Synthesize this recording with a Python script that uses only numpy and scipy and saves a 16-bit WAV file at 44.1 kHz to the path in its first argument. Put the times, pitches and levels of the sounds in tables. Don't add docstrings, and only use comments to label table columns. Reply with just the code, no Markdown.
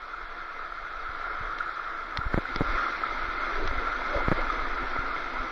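import sys
import numpy as np
from scipy import signal
from scipy.fft import rfft, irfft, next_fast_len
from scipy.io import wavfile
from scipy.ndimage import uniform_filter1d, minimum_filter1d

SR = 44100
rng = np.random.default_rng(int(sys.argv[2]) if len(sys.argv) > 2 else 0)


def int16_out(signal):
    q = np.round(np.clip(np.atleast_2d(signal).T, -1, 1) * 32767)
    wavfile.write(sys.argv[1], SR, q.astype(np.int16))


def elevation(decibels):
    levels = np.asarray(decibels, float)
    return 10 ** (levels / 20)


N = 242991
T = np.arange(N) / SR

# pitch in Hz, width in Hz, level in dB.
CASE_RINGS = [(1360, 118.5, 7), (1262, 146, -4), (1596, 188, -4)]
# pitch in Hz, width in Hz.
UPPER_RING = (2090, 230)
# time in seconds, level in dB.
WATER_FLOW = [(0, -42.5), (.08, -40), (.9, -39), (1.3, -35), (1.7, -35.5), (2.05, -37), (2.6, -35.5),
              (2.75, -28), (2.95, -31.5), (3.2, -34), (3.55, -31.5), (3.75, -34.5), (3.85, -32),
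              (4.5, -32.5), (4.8, -33.5), (5.15, -34.5), (5.51, -35.5)]
# time in seconds, level in dB.
RIDER_ROCKING = [(0, -54.5), (.2, -52), (.8, -53), (1.0, -49), (1.3, -49), (1.47, -44.5), (1.62, -51),
                 (2.05, -50.5), (2.27, -40), (2.47, -44.5), (2.7, -32.5), (2.9, -51.5), (3.25, -40.5),
                 (3.4, -46.5), (3.7, -36), (3.95, -42.5), (4.4, -35.5), (5.0, -43)]


def evened(x):
    return x / np.sqrt(np.mean(x ** 2) + 1e-20)


def add(mix, s, sound):
    part = mix[round(s * SR):][:len(sound)]
    part += sound[:len(part)]


def column(rows, index):
    table = np.array(rows)
    return np.interp(T, table[:, 0], table[:, index])


def coloured(x, points):
    hz, db = np.transpose(points)
    size = next_fast_len(N)
    log_hz = np.log(np.fft.rfftfreq(size, 1 / SR) + 1)
    shape_db = np.interp(log_hz, np.log(hz + 1), db)
    return evened(irfft(rfft(x, size) * elevation(shape_db), size)[:N])


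def ring(x, hz, width):
    r = np.exp(-np.pi * width / SR)
    return 2 * signal.lfilter([1 - r], [1, -r * np.exp(2j * np.pi * hz / SR)], x).real


def layer_db(level_db, flow, rocking, soaked_db, fast_db):
    soak_s = 2.26
    soaked = np.clip((T - soak_s) / 0.3, 0, 1)
    fast = np.clip((T - soak_s) / 2.76, 0, 1)
    more_flow_db = column(WATER_FLOW, index=1) + 35
    more_rocking_db = column(RIDER_ROCKING, index=1) + 44
    from_ride_db = flow * more_flow_db + rocking * more_rocking_db
    return level_db + from_ride_db + soaked_db * soaked + fast_db * fast


def hiss(dull):
    # frequency in Hz, level in dB per Hz.
    hiss_colour = [(5000, -36), (6400, 1), (7000, 5), (7500, -1), (7950, -7.5), (8600, -0.5), (9600, -4.5),
                   (10600, -1), (11400, -6), (15700, -7), (16500, -62.5)]
    sharp = dull - uniform_filter1d(dull, size=700)
    peak_db = 5 * np.log10(abs(uniform_filter1d(sharp ** 4, size=1100)) + 1e-14)
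    slow_db = uniform_filter1d(peak_db, size=13000)
    jumps = np.sqrt(0.76 + 0.28 * elevation(2.2 * (peak_db - slow_db)))
    return elevation(0.78 * slow_db - 50.5) * jumps * coloured(rng.standard_normal(N), hiss_colour)


def sway():
    # frequency in Hz, level in dB per Hz.
    sway_colour = [(7.1, -30), (12, 14), (30, 4.5), (42, 0), (64, -14), (123, -22), (172, -28.5),
                   (220, -40), (290, -62.5), (480, -120)]
    sway_db = column(RIDER_ROCKING, index=1) + 5.5
    return elevation(sway_db) * coloured(rng.standard_normal(N), sway_colour)


def gulps():
    # time in seconds, level in dB, pitch in Hz, width in Hz, length in seconds.
    gulp_rows = [
        (3.56, -42.5, 412, 140, 0.091),
        (3.627, -36, 374, 120, .09),
        (3.812, -39.5, 492, 162, 0.06),
        (4.162, -33, 564, 201, 0.11),
        (4.201, -41, 706, 242, 0.05),
        (4.39, -35.5, 530, 240, 0.032),
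    ]
    noise = rng.standard_normal(N)
    out = np.zeros(N)
    for s, db, hz, width, length in gulp_rows:
        hollow = evened(ring(ring(noise, hz, width), hz, width))
        swell = np.exp(-((T - s) / (0.5 * length)) ** 2)
        out += elevation(db) * hollow * swell
    return out


def drops():
    # time in seconds, peak in dB, pitch in Hz.
    drop_rows = [(0.5922, -29, 1290), (0.722, -28, 1360), (1.476, -38, 1360), (1.6052, -22.5, 1420),
                 (1.6916, -23, 1360), (1.795, -25, 1340), (2.212, -24.5, 1390), (2.3363, -22, 1460),
                 (2.4533, -25.5, 1436), (3.035, -20, 1310), (4.5, -19, 1240)]
    t = T[:1200]
    u = t / 0.002
    swell = u * np.exp(1 - u)
    out = np.zeros(N)
    for s, db, hz in drop_rows:
        tone = np.sin(2 * np.pi * (hz * t + rng.random()))
        add(out, s, elevation(db) * swell * tone)
    return out


def ticks():
    # time in seconds, peak in dB.
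    tick_rows = [
        (1.5854, -33),
        (2.1724, -21),
        (2.3345, -41),
        (2.5597, -24),
        (2.7421, -44),
        (3.231, -38),
        (3.6202, -52),
        (3.6752, -28),
        (3.7514, -44),
        (4.284, -37),
    ]
    # pitch in Hz, level in dB, time to fall by 60 dB in seconds.
    shell_notes = [(900, 0, .005), (1350, 5, .007), (2000, 5, .006), (3300, 1, .006), (4200, -2, .008),
                   (5000, -5, .005), (5700, -9, .006)]
    t = T[:1500]
    shell = np.zeros(len(t))
    for k, (hz, db, t60) in enumerate(shell_notes):
        shell += (-1) ** k * elevation(db - 60 * t / t60) * np.sin(2 * np.pi * hz * t)
    shell = signal.sosfilt(signal.butter(12, 6150, fs=SR, output="sos"), shell)
    grit_fade = np.exp(-T[:400] / 0.0018)
    out = np.zeros(N)
    for s, db in tick_rows:
        contact = 0.12 * rng.standard_normal(400)
        contact[0] = 1
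        tick = np.convolve(contact * grit_fade, shell)
        add(out, s, elevation(db + 8.5) * tick / abs(tick).max())
    return out


def bumps():
    # time in seconds, direction, peak in dB, width in ms.
    bump_rows = [(0.235, 0.87, -32.5, 12), (1.095, 1, -35.5, 4.2), (1.4116, -0.45, -25.5, 2.8),
                 (2.19, 0.84, -21.5, 2.7), (2.2654, 0.88, -19, 5.3), (2.368, 1, -22, 12),
                 (2.5613, 0.94, -23, 0.87), (2.748, 0.9, -24, 8.2), (3.241, 0.75, -26, 9.2),
                 (3.285, 0.89, -31, 5.3), (3.6537, 1, -29, 3.1), (3.7133, -0.24, -16.5, 4.5),
                 (3.78, 1, -26.5, 6.4), (4.1624, 0.74, -19, 5.1), (4.31, 0.43, -21, 17),
                 (4.8325, 1, -34, 1.3), (4.9905, 0.98, -27, 3.7), (5.4, 0.9, -27, 8.8)]
    out = np.zeros(N)
    for s, direction, db, ms in bump_rows:
        u = np.arange(-3 * ms * SR // 1000, 30 * ms * SR // 1000) / (ms * SR / 1000)
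        push = np.exp(-u ** 2)
        late = np.maximum(u, 0) / 0.92
        back = late * np.exp(-late) * np.cos(0.25 * late)
        balanced = push - back * push.sum() / back.sum()
        add(out, s - 3 * ms / 1000, direction * elevation(db) * balanced)
    return out


def rattle():
    # time in seconds, direction, peak in dB, width in ms, gap to the first bounce in ms (0 = none).
    strikes = [
        (2.343, 1, -8, .2, 0),
        (2.3772, -1, -8.5, .27, 5.8),
        (2.6087, -1, -8.5, .3, 6.9),
        (4.2836, 1, -8, .2, 0),
        (4.3163, -1, -5.5, .2, 6.2),
    ]
    before = 200
    t_ms = (np.arange(1200) - before) * 1000 / SR
    late = np.maximum(t_ms, 0) / 1.8
    spring_back = late * np.exp(1 - late)
    out = np.zeros(N)
    for s, direction, db, ms, gap_ms in strikes:
        near_corner = 1 / np.cosh(t_ms / ms) ** 2
        far_corner = 0.4 / np.cosh((t_ms - 0.55) / ms) ** 2
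        blow = direction * (near_corner + far_corner - (0.4 + 0.07 * direction) * spring_back)
        while db > -18:
            add(out, s - before / SR, elevation(db - 2.3) * blow)
            if gap_ms == 0:
                break
            s += gap_ms / 1000
            db -= 3.6
            gap_ms *= 0.56
    main = elevation(-5) * ring(out, CASE_RINGS[0][0], 350)
    upper = elevation(-4) * ring(out, UPPER_RING[0], 500)
    bright = elevation(8) * ring(ring(out, 4250, 300), 4250, 900)
    return out + main + upper + bright


def churn(patchy_db, flicker_db, splash, per_s, spread_db):
    frames = N // 128 + 5
    a, b, patches = rng.standard_normal((frames, 257, 3)).T
    patches = uniform_filter1d(patches, size=5, axis=0)
    patches = evened(uniform_filter1d(patches, size=20, axis=1))
    flicker = evened(uniform_filter1d(rng.standard_normal(frames), size=12))
    z = (a + 1j * b) * elevation(patchy_db * patches + flicker_db * flicker)
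    wash = evened(signal.istft(z, nperseg=512, noverlap=384)[1][:N])
    starts = rng.random(N) < per_s / SR
    sizes = elevation(spread_db * np.minimum(rng.exponential(1, N), 4)) * starts
    fade = elevation(-60 * T[:600] / 0.0098)
    splashes = signal.oaconvolve(sizes, fade)[:N] * rng.standard_normal(N)
    return wash + splash * evened(splashes)


def case_rush(flow, slosh):
    main = np.zeros(N)
    for hz, width, db in CASE_RINGS:
        main += elevation(db) * ring(ring(flow, hz, 2.15 * width), hz, 2.15 * width)
    upper = evened(ring(ring(slosh, *UPPER_RING), *UPPER_RING))
    upper_db = layer_db(-48, flow=0.63, rocking=0.07, soaked_db=3.5, fast_db=1.5)
    return elevation(column(WATER_FLOW, index=1)) * evened(main) + elevation(upper_db) * upper


def tube_boom(flow, slosh):
    # frequency in Hz, level in dB per Hz.
    mouth_colour = [(100, -26.5), (170, -11), (241, -28), (262, -5.5), (337, -12.5), (373, -3.5),
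                    (421, 1.5), (549, -0.5), (717, 4.5), (804, 0), (1050, 3.5), (1360, -24), (2310, -120)]
    # frequency in Hz, level in dB per Hz.
    inside_colour = [(100, -28.5), (170, -17), (215, -10), (264, 7), (303, -1), (335, 2), (393, 2.5),
                     (479, 2), (712, 4.5), (835, 2), (1050, 6), (1360, -57), (2310, -120)]
    inside = np.clip((T - 1.9) / 0.51, 0, 1)
    tube = inside * coloured(slosh, inside_colour) + (1 - inside) * coloured(slosh, mouth_colour)
    hum = elevation(-12.5) * evened(ring(flow, hz=331.5, width=17))
    boom_db = layer_db(-44.5, flow=0.5, rocking=0.28, soaked_db=1, fast_db=1.5)
    return elevation(boom_db) * (tube + hum)


def spray(flow):
    # frequency in Hz, level in dB per Hz.
    spray_colour = [(1500, -7), (2400, 3.5), (2900, -5.5), (3400, -0.5), (4100, -4.5), (4500, -7.5),
                    (5800, -15.5), (6200, -15.5), (6600, -37), (9000, -74.5)]
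    spray_db = layer_db(-48, flow=0.665, rocking=-0.03, soaked_db=3.5, fast_db=-0.5)
    return elevation(spray_db) * coloured(flow, spray_colour)


def water():
    flow = churn(patchy_db=1.5, flicker_db=0.3, splash=0.25, per_s=150, spread_db=2.0)
    slosh = churn(patchy_db=1.0, flicker_db=1.0, splash=0.38, per_s=30, spread_db=3.5)
    return case_rush(flow, slosh) + tube_boom(flow, slosh) + spray(flow)


def scene():
    return (sway() + gulps() + drops() + ticks() + bumps() + rattle() + water())[None]


def gated(x):
    # frequency in Hz, threshold in dB over the local level.
    gate_points = [(2500, -22), (3800, -13), (4700, -5), (5500, -2.5), (6200, 0), (6650, 5), (7000, 1),
                   (7850, 5), (8300, 1.3), (16000, 1.3)]
    hz, t, z = signal.stft(x, SR, "cosine", nperseg=2048)
    power = uniform_filter1d(abs(z) ** 2, size=3, axis=0)
    usual = uniform_filter1d(np.median(power, axis=1), size=9)
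    power /= usual[:, None] + 1e-30
    local = minimum_filter1d(uniform_filter1d(power, size=60, axis=0), size=3, axis=1)
    chance = evened(uniform_filter1d(rng.standard_normal((len(t), 65)), size=2, axis=0))
    bands = np.repeat(chance.T, 16, axis=0)[:len(hz)]
    waver_db = np.where(hz < 7000, 3.8, 1.5)[:, None] * bands
    threshold_db = np.interp(hz, *np.transpose(gate_points))[:, None]
    limit = elevation(2 * (threshold_db + waver_db))
    kept = z * (power > limit * local)
    return signal.istft(kept, SR, "cosine", nperseg=2048)[1][:N]


def band_limit(x):
    return signal.sosfilt(signal.butter(12, 15720, fs=SR, output="sos"), x)


def record(dry):
    wall = signal.butter(10, 6900, fs=SR, output="sos")
    dull = signal.sosfilt(wall, dry[0])
    mix = gated(dull + hiss(dull))[None]
    return band_limit(mix)


dry = scene()
out = record(dry)
int16_out(out)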